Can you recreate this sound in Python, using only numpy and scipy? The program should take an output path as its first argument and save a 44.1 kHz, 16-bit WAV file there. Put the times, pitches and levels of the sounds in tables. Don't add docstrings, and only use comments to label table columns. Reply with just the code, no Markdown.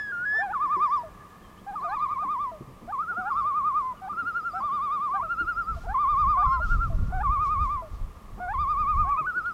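import sys
import numpy as np
from scipy import signal
from scipy.fft import rfft, irfft, next_fast_len
from scipy.io import wavfile
from scipy.ndimage import uniform_filter1d, map_coordinates

SR = 44100
rng = np.random.default_rng(int(sys.argv[2]) if len(sys.argv) > 2 else 0)


def volts_from_db(level):
    exponent = np.asarray(level, float) / 20
    return 10 ** exponent


def unload_wav(signal):
    wavfile.write(
        sys.argv[1],
        SR,
        np.round(np.clip(np.atleast_2d(signal).T, -1, 1) * 32767).astype(np.int16),
    )


N = 420273
TIME = np.arange(N) / SR


def unit(x):
    return x / np.sqrt(np.mean(x ** 2) + 1e-20)


def along(points, hz):
    f, v = np.transpose(points)
    return np.interp(np.log(hz + 1), np.log(f + 1), v)


def wobble(rate):
    t = np.arange(0, N + 64, 64) / SR
    coarse = map_coordinates(rng.standard_normal(int(N * rate / SR) + 4), [t * rate])
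    return np.interp(TIME, t, coarse)


def noise(gain):
    m = next_fast_len(N + 8192)
    spectrum = rfft(rng.standard_normal(m)) * gain(np.fft.rfftfreq(m, 1 / SR))
    return unit(irfft(spectrum, m)[:N])


def shaped_noise(points):
    return noise(lambda hz: volts_from_db(along(points, hz)))


def narrow_noise(centre_hz, width_hz):
    return noise(lambda hz: np.exp(-((hz - centre_hz) / width_hz) ** 2))


def broad_noise(centre_hz, spread):
    return noise(lambda hz: np.exp(-np.log((hz + 1) / centre_hz) ** 2 / spread))


def bursts(rows):
    return sum(volts_from_db(db) * np.exp(-((TIME - s) / half) ** 2) for s, half, db in rows)


# (frequency [Hz], gain [dB])
PIPE = [(350, -19.5), (750, -1.5), (1200, -0.5), (1600, -2), (2000, -21.5), (2400, -25.5), (3000, -31.5),
        (3600, -26.5), (4400, -35), (5200, -26.5), (6200, -44.5), (7500, -34.5), (10000, -63.5)]


def loon(phrases, facing, flare, roundness, tilt_db, waver_hz, flutter_db, breath_db, reed_db, attack, order):
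    out, drift, flutter = np.zeros(N), wobble(45), wobble(60)
    turbulence = noise(lambda hz: 1 / (1 + (hz / 260) ** 2))
    k = np.arange(1, 9)[:, None]
    fading = np.array([wobble(7) for _ in k])
    when, octave_db, higher_db, top_db = np.transpose(facing)
    for rows, (end, end_hz, end_db) in phrases:
        s, hz, arch, db, swell = np.transpose([*rows, (end, end_hz, 0, end_db, 0)])
        first = max(round((s[0] - attack / 2) * SR), 0)
        at = np.arange(first, min(round((end + attack / 2) * SR), N))
        t = at / SR

        place = np.interp(t, s, np.arange(len(s)))
        row = place.astype(int)
        bow = np.abs(np.sin(np.pi * place))
        pitch = np.interp(t, s, hz) + arch[row] * bow ** roundness + waver_hz * drift[at]
        level = np.interp(t, s, db) + swell[row] * bow ** 1.47 + flutter_db * flutter[at]

        crest = np.clip(arch[row] / 190, 0, 1) * (bow - .7)
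        colour = along(PIPE, k * pitch) - along(PIPE, pitch)
        colour = colour + tilt_db * np.log2(k) + np.c_[flare] * crest
        if hz.mean() > 940:
            colour += (k == 2) * np.interp(t, when, octave_db)
            colour += (k > 2) * np.interp(t, when, higher_db)
            colour += (k >= order) * np.interp(t, when, top_db)
        elif hz.mean() > 550:
            colour += (k == 2) * reed_db + (k > 2) * (6.5 - 1.6 * (k - 3))
            colour += (k > 1) * 0.86 * (level + 35)
            colour += (k == 2) * np.clip(.09 * (pitch - 860), 0, 9)
            colour += (k > 1) * np.clip(.25 * (pitch - 720), -11, 0)
        colour += (k > 1) * 2.4 * fading[:, at]

        phase = 2 * np.pi * np.cumsum(pitch) / SR
        tone = np.sum(volts_from_db(colour) * np.sin(k * phase), axis=0)
        edge = np.clip(np.minimum(t - s[0], end - t) / attack + .5, 0, 1)
        breath = 1 + volts_from_db(breath_db) * turbulence[at]
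        out[at] += np.sqrt(2) * volts_from_db(level) * edge * tone * breath
    return out


def trills(throbs, breaths, entries, tails, hump_db):
    starts = [i for i, row in enumerate(throbs) if i == 0 or row[0] - throbs[i - 1][0] > .2]
    phrases = []
    for a, b, (db, fade_db), entry, tail in zip(starts, starts[1:] + [None], breaths, entries, tails):
        group = throbs[a:b]
        u = np.linspace(0, 1, len(group))
        levels = db + fade_db * u + hump_db * np.sin(np.pi * u ** .7)
        troughs = [(row[0], row[1], level) for row, level in zip(group, levels)] + tail
        rows = [entry]
        for throb, (s, hz, level), (_, next_hz, next_db) in zip(group, troughs, troughs[1:]):
            arch = throb[2] - (hz + next_hz) / 2
            swell = throb[3] - (level + next_db) / 2
            rows.append((s, hz, arch, level, swell))
        phrases.append((rows, troughs[-1]))
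    return phrases


def climbs(leads, tunes, climb_db):
    shelf_hz, break_hz, flick_share = 865, 960, .2
    phrases = []
    for (start, dip, end, db), (hz, bow, dip_hz) in zip(leads, tunes):
        flick = end - flick_share * (end - dip)
        rows = [(start, hz, bow, db - .6, 0.042 * bow),
                (dip, dip_hz, 8, db, 1.8),
                (flick, shelf_hz, -6, db + climb_db, .6)]
        phrases.append((rows, (end, break_hz, db + climb_db - 7)))
    return phrases


def scoops(sweeps):
    phrases = []
    for start, end, hz, to_hz, db in sweeps:
        rise = to_hz - hz
        phrases.append(([(start, hz, 45 - .27 * rise, db, 5)], (end, to_hz, db - 2.5 + .03 * rise)))
    return phrases


def drops(falls):
    phrases = []
    for start, end, hz, db in falls:
        span = end - start
        phrases.append(([(start, hz, -4, db, 1.5)], (end, hz - 1300 * span, db - 5 - 120.5 * span)))
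    return phrases


def grunts(rows):
    return [([(start, 343.5, -8, db, 1.5)], (end, 495, db + 9.5)) for start, end, db in rows]


def flips(rows):
    return [([(start, hz, 1, db, 1)], (end, hz - 25, db - 4)) for start, end, hz, db in rows]


# (time [s], pitch [Hz], arch over the line to the next row [Hz], level [dB], swell in mid-throb [dB])
YODEL = [
    [(-0.01, 1720, 18, -31, -4.5)],
    [(0.122, 1442, -59.5, -31.5, -0.5)],
    [(0.253, 1665, -16, -29, 0), (0.391, 1775, 42, -25, 2.4)],
    [(0.432, 1080, 3, -42, 3)],
]
# (time [s], pitch [Hz], level [dB])
YODEL_ENDS = [(0.12, 1607, -32.5), (0.25, 1494, -30.5), (0.43, 1680, -34.5), (0.448, 960, -46)]


def yodel():
    # (time [s], octave [dB], higher overtones [dB], topmost overtones more [dB])
    facing = [(.05, .5, 6, -1.5), (.11, -3, 1.5, -1.5), (.19, -3, -3, 1.5),
              (.27, -12, -13, 1.5), (.38, -9, -8, 1.5)]
    return loon(list(zip(YODEL, YODEL_ENDS)), facing, np.zeros(8), roundness=1.1, tilt_db=-6.0, waver_hz=3,
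                flutter_db=0.0, breath_db=-35.5, reed_db=0, attack=.006, order=4)


# (trough time [s], trough pitch [Hz], crest pitch [Hz], crest level [dB])
LOW_THROBS = [(0.586, 991.0, 1220.0, -22.7), (0.683, 992.0, 1226.0, -22.4), (0.783, 981.0, 1223.0, -20.8),
              (0.89, 946.0, 1201.0, -21.9), (0.991, 980.0, 966.0, -35), (1.979, 1001.0, 1218.0, -27.3),
              (2.074, 1014.0, 1222.0, -28.7), (2.17, 1024.0, 1230.0, -28.3), (2.269, 1003.0, 1226.0, -27.2),
              (2.373, 961.0, 1196.0, -28.2), (2.473, 1007.0, 987.0, -36), (3.339, 1013.0, 1218.0, -25.3),
              (3.434, 1045.0, 1225.0, -24.2), (3.529, 1057.0, 1231.0, -24.1),
              (3.625, 1047.0, 1237.0, -23.5), (3.726, 1029.0, 1223.0, -23.4), (3.831, 1017.0, 1035.0, -30),
              (4.608, 1025.0, 1199.0, -27.3), (4.702, 1056.0, 1213.0, -27.2),
              (4.797, 1066.0, 1223.0, -28.3), (4.892, 1070.0, 1230.0, -26.8), (4.99, 1061.0, 1220.0, -26.8),
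              (5.096, 1019.0, 1196.0, -26.7), (5.201, 1011.0, 994.0, -29), (5.964, 1011.0, 1206.0, -23.7),
              (6.062, 1037.0, 1219.0, -22.5), (6.158, 1049.0, 1225.0, -21.9),
              (6.256, 1042.0, 1227.0, -22.1), (6.359, 1019.0, 1209.0, -21.6), (6.463, 1022.0, 1070.0, -24),
              (7.283, 1039.0, 1221.0, -23.8), (7.38, 1081.0, 1237.0, -25.1), (7.475, 1086.0, 1237.0, -25.6),
              (7.573, 1076.0, 1230.0, -25.3), (7.677, 1031.0, 1204.0, -28.3), (7.781, 1028.0, 1009.0, -36),
              (8.565, 1009.0, 1211.0, -25.7), (8.662, 1053.0, 1224.0, -24.4),
              (8.758, 1085.0, 1231.0, -24.6), (8.855, 1087.0, 1238.0, -23.4),
              (8.956, 1076.0, 1232.0, -21.8), (9.058, 1060.0, 1148.0, -25)]
# (level in the troughs [dB], change to the end [dB])
LOW_BREATH = [(-33, 3), (-33.5, 1.5), (-30, -1), (-30, -1), (-24.5, 0), (-26.5, -4.5), (-30, 0)]
# (time [s], pitch [Hz], arch [Hz], level [dB], swell [dB])
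LOW_ENTRIES = [(.535, 1330, -12, -32, 7), (1.955, 1224, 30, -31, 2.7), (3.303, 1248, -22, -30, 4),
               (4.604, 1000, 1, -33, .5), (5.943, 1160, -25, -26, 1.5), (7.232, 1240, 15, -32, 5),
               (8.537, 1165, -19, -33, 2.5)]
# (time [s], pitch [Hz], level [dB])
LOW_TAILS = [(1.03, 935, -42.5), (2.515, 960, -41), (3.932, 970, -36.5), (5.21, 990, -30),
             (6.598, 975, -32.5), (7.826, 962, -44), (9.184, 960, -37.5)]
# (start [s], end [s], level [dB])
LOW_GRUNTS = [(.325, .379, -59), (1.81, 1.84, -59.5), (3.1, 3.15, -63), (5.835, 5.865, -59),
              (7.1, 7.122, -62.5), (8.375, 8.402, -63)]
# (start [s], dip [s], break [s], level [dB])
LOW_LEADS = [(0.386, .491, .527, -36), (1.844, 1.878, 1.951, -37), (3.171, 3.242, 3.3, -37.5),
             (5.866, 5.873, 5.94, -38), (7.124, 7.196, 7.227, -34.5), (8.401, 8.475, 8.535, -35.5)]
# (start pitch [Hz], bow [Hz], dip pitch [Hz])
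LOW_TUNES = [(662, 136, 710), (718, -10.5, 675), (698, 39, 720), (790, -5, 655), (721, 41.5, 723),
             (705, 32, 701)]
# (start [s], end [s], from pitch [Hz], to pitch [Hz], level [dB])
LOW_SCOOPS = [
    (4.535, 4.603, 700, 785, -39.5),
    (4.606, 4.634, 770, 880, -50),
]
# (start [s], end [s], pitch [Hz], level [dB])
LOW_DROPS = [(1.034, 1.09, 673, -39), (2.517, 2.583, 674, -39), (3.938, 3.949, 639, -48.5),
             (5.224, 5.285, 688, -41.5), (6.6, 6.624, 645, -39.5), (7.822, 7.888, 674, -39.5),
             (9.189, 9.216, 642, -44.5)]
# (start [s], end [s], pitch [Hz], level [dB])
LOW_FLIPS = [
    (.527, 0.55, 1450, -36),
    (7.225, 7.24, 1440, -41.5),
    (8.536, 8.54, 1404, -44),
]
# (time [s], octave [dB], higher overtones [dB], topmost overtones more [dB])
LOW_FACING = [(.6, 0, -4, 3), (.95, -1, 1.5, 7), (2.2, 0, -0.5, -5), (3.4, -4, -4.5, -2),
              (3.8, -3, -11.5, -2), (4.7, -1, 3, -9), (4.95, -2, 2, -9), (5.15, -1.5, -6.5, -5),
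              (6.0, -0.5, -2, -9), (6.4, 1.5, -2, -12), (6.48, -5, -6, 3), (6.53, -5.5, 6, 5),
              (6.58, -6, -8, 3), (7.3, 0, -7.5, -2), (7.7, 5, -0.5, -6), (8.62, 2.5, 4, -8),
              (8.9, 3, -1, -6), (8.97, 3, -15, -3), (9.101, -1, -17, -2)]
LOW_FLARE = [.5, 4.5, 11, 16, -9, -5.5, 0, 0.5]


def low_loon():
    phrases = trills(LOW_THROBS, LOW_BREATH, LOW_ENTRIES, [[tail] for tail in LOW_TAILS], hump_db=1.1)
    phrases += grunts(LOW_GRUNTS) + climbs(LOW_LEADS, LOW_TUNES, climb_db=4.0)
    phrases += scoops(LOW_SCOOPS) + drops(LOW_DROPS) + flips(LOW_FLIPS)
    return loon(phrases, LOW_FACING, LOW_FLARE, roundness=1.25, tilt_db=-9.0, waver_hz=4, flutter_db=0.6,
                breath_db=-38.5, reed_db=.5, attack=.006, order=5)


# (trough time [s], trough pitch [Hz], crest pitch [Hz], crest level [dB])
HIGH_THROBS = [(1.806, 1000.0, 1245.0, -30.0), (1.902, 1000.0, 1240.0, -31.0),
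               (1.996, 980.0, 1215.0, -32.0), (2.09, 950, 1150, -33.0), (2.19, 950),
               (3.059, 1248.0, 1440.0, -29.9), (3.145, 1208.0, 1433.0, -29.8),
               (3.239, 1190.0, 1424.0, -32.3), (3.335, 1190, 1350, -35), (3.436, 1136),
               (4.156, 1231.0, 1412.0, -27.8), (4.241, 1226.0, 1422.0, -27.7),
               (4.33, 1219.0, 1421.0, -27.1), (4.421, 1206.0, 1403.0, -29.6),
               (4.522, 1156.0, 1350.0, -32.8), (4.62, 1141), (5.275, 1240.0, 1406.0, -27.1),
               (5.362, 1246.0, 1417.0, -25.8), (5.451, 1225.0, 1414.0, -25.9),
               (5.544, 1213.0, 1398.0, -26.2), (5.646, 1161.0, 1340.0, -29.6), (5.753, 1150.0),
               (6.5, 1252.0, 1417.0, -29.6), (6.588, 1239.0, 1424.0, -27.8), (6.68, 1235.0, 1425.0, -25.7),
               (6.779, 1192.0, 1386.0, -27.4), (6.884, 1158.0), (9.33, 1252.0, 1477.0, -26.6),
               (9.425, 1216.0, 1443.0, -28.8), (9.529, 1214.0)]
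# (level in the troughs [dB], change to the end [dB])
HIGH_BREATH = [(-38, -4), (-39, -3), (-40, -2.5), (-41, -2), (-40, -1), (-39.5, -1)]
# (time [s], pitch [Hz], arch [Hz], level [dB], swell [dB])
HIGH_ENTRIES = [(1.757, 1255, 18.5, -30, 2.5), (3.025, 1400, -31.5, -32, 1), (4.13, 1365, -11.5, -36, 1.5),
                (5.237, 1406, 2.5, -30, 2), (6.46, 1376, 19, -38, 2), (9.268, 1490, 76.5, -26.5, 4)]
# (start [s], dip [s], break [s], level [dB])
HIGH_LEADS = [(1.666, 1.726, 1.755, -39), (4.018, 4.072, 4.09, -38), (6.37, 6.417, 6.44, -35.5),
              (9.047, 9.058, 9.108, -41)]
# (start pitch [Hz], bow [Hz], dip pitch [Hz])
HIGH_TUNES = [(786, 54, 737), (758, 16.5, 742), (746, -11, 727), (700, 3, 715)]
# (start [s], end [s], from pitch [Hz], to pitch [Hz], level [dB])
HIGH_SCOOPS = [
    (2.219, 2.25, 660, 900, -49),
    (2.876, 2.922, 660, 910, -43.5),
    (5.138, 5.19, 742, 766, -38),
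]
# (start [s], end [s], pitch [Hz], level [dB])
HIGH_DROPS = [(3.449, 3.466, 640, -47.5), (4.635, 4.65, 665, -45.5), (5.765, 5.793, 693, -43),
              (6.901, 6.965, 690, -42)]
# (time [s], pitch [Hz], arch [Hz], level [dB], swell [dB])
STEPS = [
    [(2.925, 1226, -13, -28.5, 3), (2.972, 984, 33.5, -35.5, 5.5)],
    [(4.095, 1181, 43, -32, 2.5)],
    [(5.195, 963, 9.2, -30, .4)],
    [(6.445, 1170, 30.3, -23.5, 3.5)],
    [(9.11, 1270, -19.5, -36, 5), (9.15, 1076, 220, -35.5, 10), (9.236, 1039, -32, -35, 0)],
]
# (time [s], pitch [Hz], level [dB])
STEP_ENDS = [(3.022, 1280, -27.5), (4.135, 1137, -36), (5.235, 1246, -28.5), (6.475, 1092, -33),
             (9.265, 1290, -29)]
# (time [s], octave [dB], higher overtones [dB], topmost overtones more [dB])
HIGH_FACING = [(1.78, -3, -3, 6), (1.9, 3, -2, 8), (2.14, 5, -8, 3), (2.98, -1.5, -9, -2),
               (3.1, -11.5, -12, -2), (3.38, -3.5, -9, 13), (4.2, 0, -2, 0), (4.42, 0, -3, 5),
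               (4.58, -9.5, -8, 19), (5.21, -1.5, -8, -9), (5.33, 1, -2, 1.5), (5.56, -2.5, -2, 7),
               (5.72, -11, -10, 14), (6.55, 0, 2, -9), (6.7, -7, -10, -5), (6.85, -9, -12.5, -5),
               (9.2, 6.5, -14, -3), (9.35, -9, -1.5, 1.5)]
HIGH_FLARE = [1.5, 13.5, 16, -27, 7, -3, 2, 1]


def high_loon():
    phrases = trills(HIGH_THROBS, HIGH_BREATH, HIGH_ENTRIES, [[] for _ in HIGH_ENTRIES], hump_db=.8)
    phrases += climbs(HIGH_LEADS, HIGH_TUNES, climb_db=1.0)
    phrases += scoops(HIGH_SCOOPS) + drops(HIGH_DROPS) + list(zip(STEPS, STEP_ENDS))
    return loon(phrases, HIGH_FACING, HIGH_FLARE, roundness=1.3, tilt_db=-7.0, waver_hz=4.3, flutter_db=.9,
                breath_db=-36.5, reed_db=-2.5, attack=.007, order=4)


def echo(x, decay, size, delay):
    hz, t, z = signal.stft(rng.standard_normal(size), SR, nperseg=256)
    build = 1 - np.exp(-(t / delay) ** 2)
    fall = volts_from_db(-60 * t / along(decay, hz)[:, None])
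    tail = signal.istft(z * build * fall, SR, nperseg=256)[1]
    return signal.oaconvolve(x, tail / np.linalg.norm(tail))[:N]


def ripples(cries):
    return volts_from_db(-20) * echo(cries, [(1000, 0.13)], size=6000, delay=0.0013)


# (frequency [Hz], time to fall 60 dB [s])
SHORE = [(600, 3.6), (1200, 3.24), (1800, 5.7), (4000, 1.49)]


def shores(cries):
    return volts_from_db(-33.0) * echo(cries, SHORE, size=130000, delay=0.14)


def earlier_echo():
    bands = [(1725, 92, -53.0), (1170, 110, -64.5)]  # (frequency [Hz], width [Hz], level [dB])
    return sum(volts_from_db(db - 60 * TIME / 4.5) * narrow_noise(hz, width) for hz, width, db in bands)


# (time [s], level [dB])
WIND = [(0.0, -66), (0.62, -57), (5.1, -58), (5.3, -47), (5.6, -47), (6.0, -45), (6.45, -37), (6.66, -28),
        (6.9, -24.5), (7.1, -26), (7.22, -30), (7.55, -36), (7.9, -44), (8.2, -46), (8.5, -40), (8.9, -40),
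        (9.15, -44), (9.3, -55)]
# (time [s], half length [s], level [dB])
GUSTS = [(5.22, .04, -45), (5.46, .04, -44), (5.74, .035, -28), (5.9, .035, -32), (6.14, .03, -39),
         (6.27, .05, -33), (6.46, .03, -35), (6.69, .05, -30), (7.02, .03, -26), (7.1, .03, -26),
         (7.3, .04, -32), (7.63, .05, -31), (7.74, .04, -38), (7.94, .03, -38), (8.03, .05, -33),
         (8.33, .04, -42), (8.62, .04, -31), (8.7, .03, -31), (8.82, .03, -38), (9.01, .07, -26)]


def wind_force():
    return volts_from_db(np.interp(TIME, *np.transpose(WIND))) + bursts(GUSTS)


# (frequency [Hz], density [dB per Hz])
BUFFET = [(12, -28), (20, 2), (43, 0.5), (81, -5.5), (340, -39), (403, -43), (600, -43), (780, -67.5),
          (1320, -120)]


def microphone_wind(force):
    lumps = volts_from_db(1.2 * wobble(6) + 2.6 * wobble(17))
    buffet = force * unit(lumps * shaped_noise(BUFFET))
    tearing_db = -49.0 + 1.4 * (20 * np.log10(force) + 27.5) + 2.6 * wobble(21)
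    tearing = lumps ** 1.2 * volts_from_db(tearing_db) * broad_noise(130, 0.38)
    return buffet + tearing


# (time [s], half length [s], level [dB])
LEAVES = [(3.823, 0.069, -68.5), (5.822, 0.089, -64.5), (6.197, 0.084, -70.5), (6.705, .05, -64.5),
          (6.828, .09, -67.5), (7.463, 0.035, -59.5), (7.66, 0.033, -65.5), (7.945, .035, -69.5),
          (9.522, 0.028, -68)]
# (frequency [Hz], density [dB per Hz])
RUSTLE = [(1200, -18), (3000, -2.5), (5500, -2), (8000, -10), (14000, -25)]


def leaves(force):
    puffs = volts_from_db(-73.5 + 0.78 * (20 * np.log10(force) + 27.0)) + bursts(LEAVES)
    return puffs * volts_from_db(2.4 * wobble(25)) * shaped_noise(RUSTLE)


# (time [s], peak level [dB], frequency [Hz], time to fall 60 dB [s])
GULPS = [(0.197, -49, 146.6, 0.19), (0.636, -45.5, 319, 0.2), (0.764, -35, 361, 0.15),
         (1.612, -47, 180, 0.27), (2.249, -38, 290, 0.12), (2.605, -31.5, 129, 0.12),
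         (2.669, -41, 127, 0.33), (2.82, -37.5, 219, 0.22), (3.176, -37.5, 208, 0.17),
         (4.115, -41, 192, 0.22), (4.222, -40, 264, 0.17), (4.585, -42, 213, 0.22), (4.719, -45, 202, 0.18),
         (5.406, -36, 310, 0.15), (5.687, -43.5, 218, 0.2), (8.369, -41.5, 200, 0.26),
         (8.83, -43, 158, 0.21), (9.207, -37.5, 138, 0.18), (9.36, -44.5, 330, 0.16)]


def wavelets():
    out, t = np.zeros(N + SR), np.arange(SR // 3) / SR
    slosh = broad_noise(280, 0.37)
    for s, db, hz, t60 in GULPS:
        i, life = round(s * SR), np.clip(t60, .04, .3)
        tone = np.sin(2 * np.pi * hz * (t + .12 * t * t / life))
        wet = np.resize(slosh[i:], len(t))
        envelope = volts_from_db(db - 60 * t / life) * (1 - np.exp(-t / 0.004))
        out[i:][:len(t)] += envelope * (tone + 0.52 * wet)
    return out[:N]


# (start [s], end [s], from pitch [Hz], to pitch [Hz], level [dB])
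CHIRPS = [
    (1.41, 1.492, 3300, 3050, -62),
    (1.557, 1.619, 2600, 3660, -61),
    (3.96, 4.002, 3100, 2740, -59),
    (4.65, 4.8, 3300, 2800, -63.5),
]


def songbird():
    out = np.zeros(N)
    for start, end, from_hz, to_hz, db in CHIRPS:
        pitch = np.linspace(from_hz, to_hz, round((end - start) * SR))
        whistle = np.sin(2 * np.pi * np.cumsum(pitch) / SR)
        out[round(start * SR):][:len(pitch)] += volts_from_db(db) * np.hanning(len(pitch)) * whistle
    return out


# (time [s], peak level [dB], frequency [Hz])
TICKS = [
    (5.5183, -54, 2500),
    (6.8347, -45.5, 2700),
    (9.093, -39, 2280),
    (9.4591, -43, 3270),
    (9.5, -49, 2730),
]


def ticks():
    out, t = np.zeros(N + SR), np.arange(600) / SR
    for s, db, hz in TICKS:
        rasp = uniform_filter1d(rng.standard_normal(len(t)), size=3)
        click = .42 * rasp + 0.77 * np.sin(2 * np.pi * hz * t)
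        out[round(s * SR):][:len(t)] += volts_from_db(db - 60 * t / 0.014) * click
    return out[:N]


# (frequency [Hz], width [Hz], level [dB])
MOTOR = [
    (91, 7, -60.5),
    (181, 8, -63.5),
    (206.5, 21, -64),
]


def motor():
    return sum(volts_from_db(db) * narrow_noise(hz, width) for hz, width, db in MOTOR)


# (frequency [Hz], density [dB per Hz])
AIR = [(12, -40), (20, -6.5), (80, -6.5), (129, -1), (180, -3.5), (237, -5.5), (370, -6.5), (925, -11),
       (1190, -2.5), (1440, -22), (1700, -16.5), (4260, -28), (15300, -33.5)]


def air():
    return volts_from_db(-52 + 0.25 * wobble(1.8)) * shaped_noise(AIR)


def scene():
    high = high_loon()
    cries = volts_from_db(0.9) * (low_loon() + high + yodel())
    echoes = ripples(cries) + shores(cries + 0.89 * high) + earlier_echo()
    force = wind_force()
    weather = microphone_wind(force) + leaves(force)
    return (cries + echoes + weather + wavelets() + songbird() + ticks() + motor() + air())[None]


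def low_pass(x):
    return signal.sosfilt(signal.butter(12, 15620, fs=SR, output="sos"), x)


def record(dry):
    return low_pass(dry)


dry = scene()
out = record(dry)
unload_wav(out)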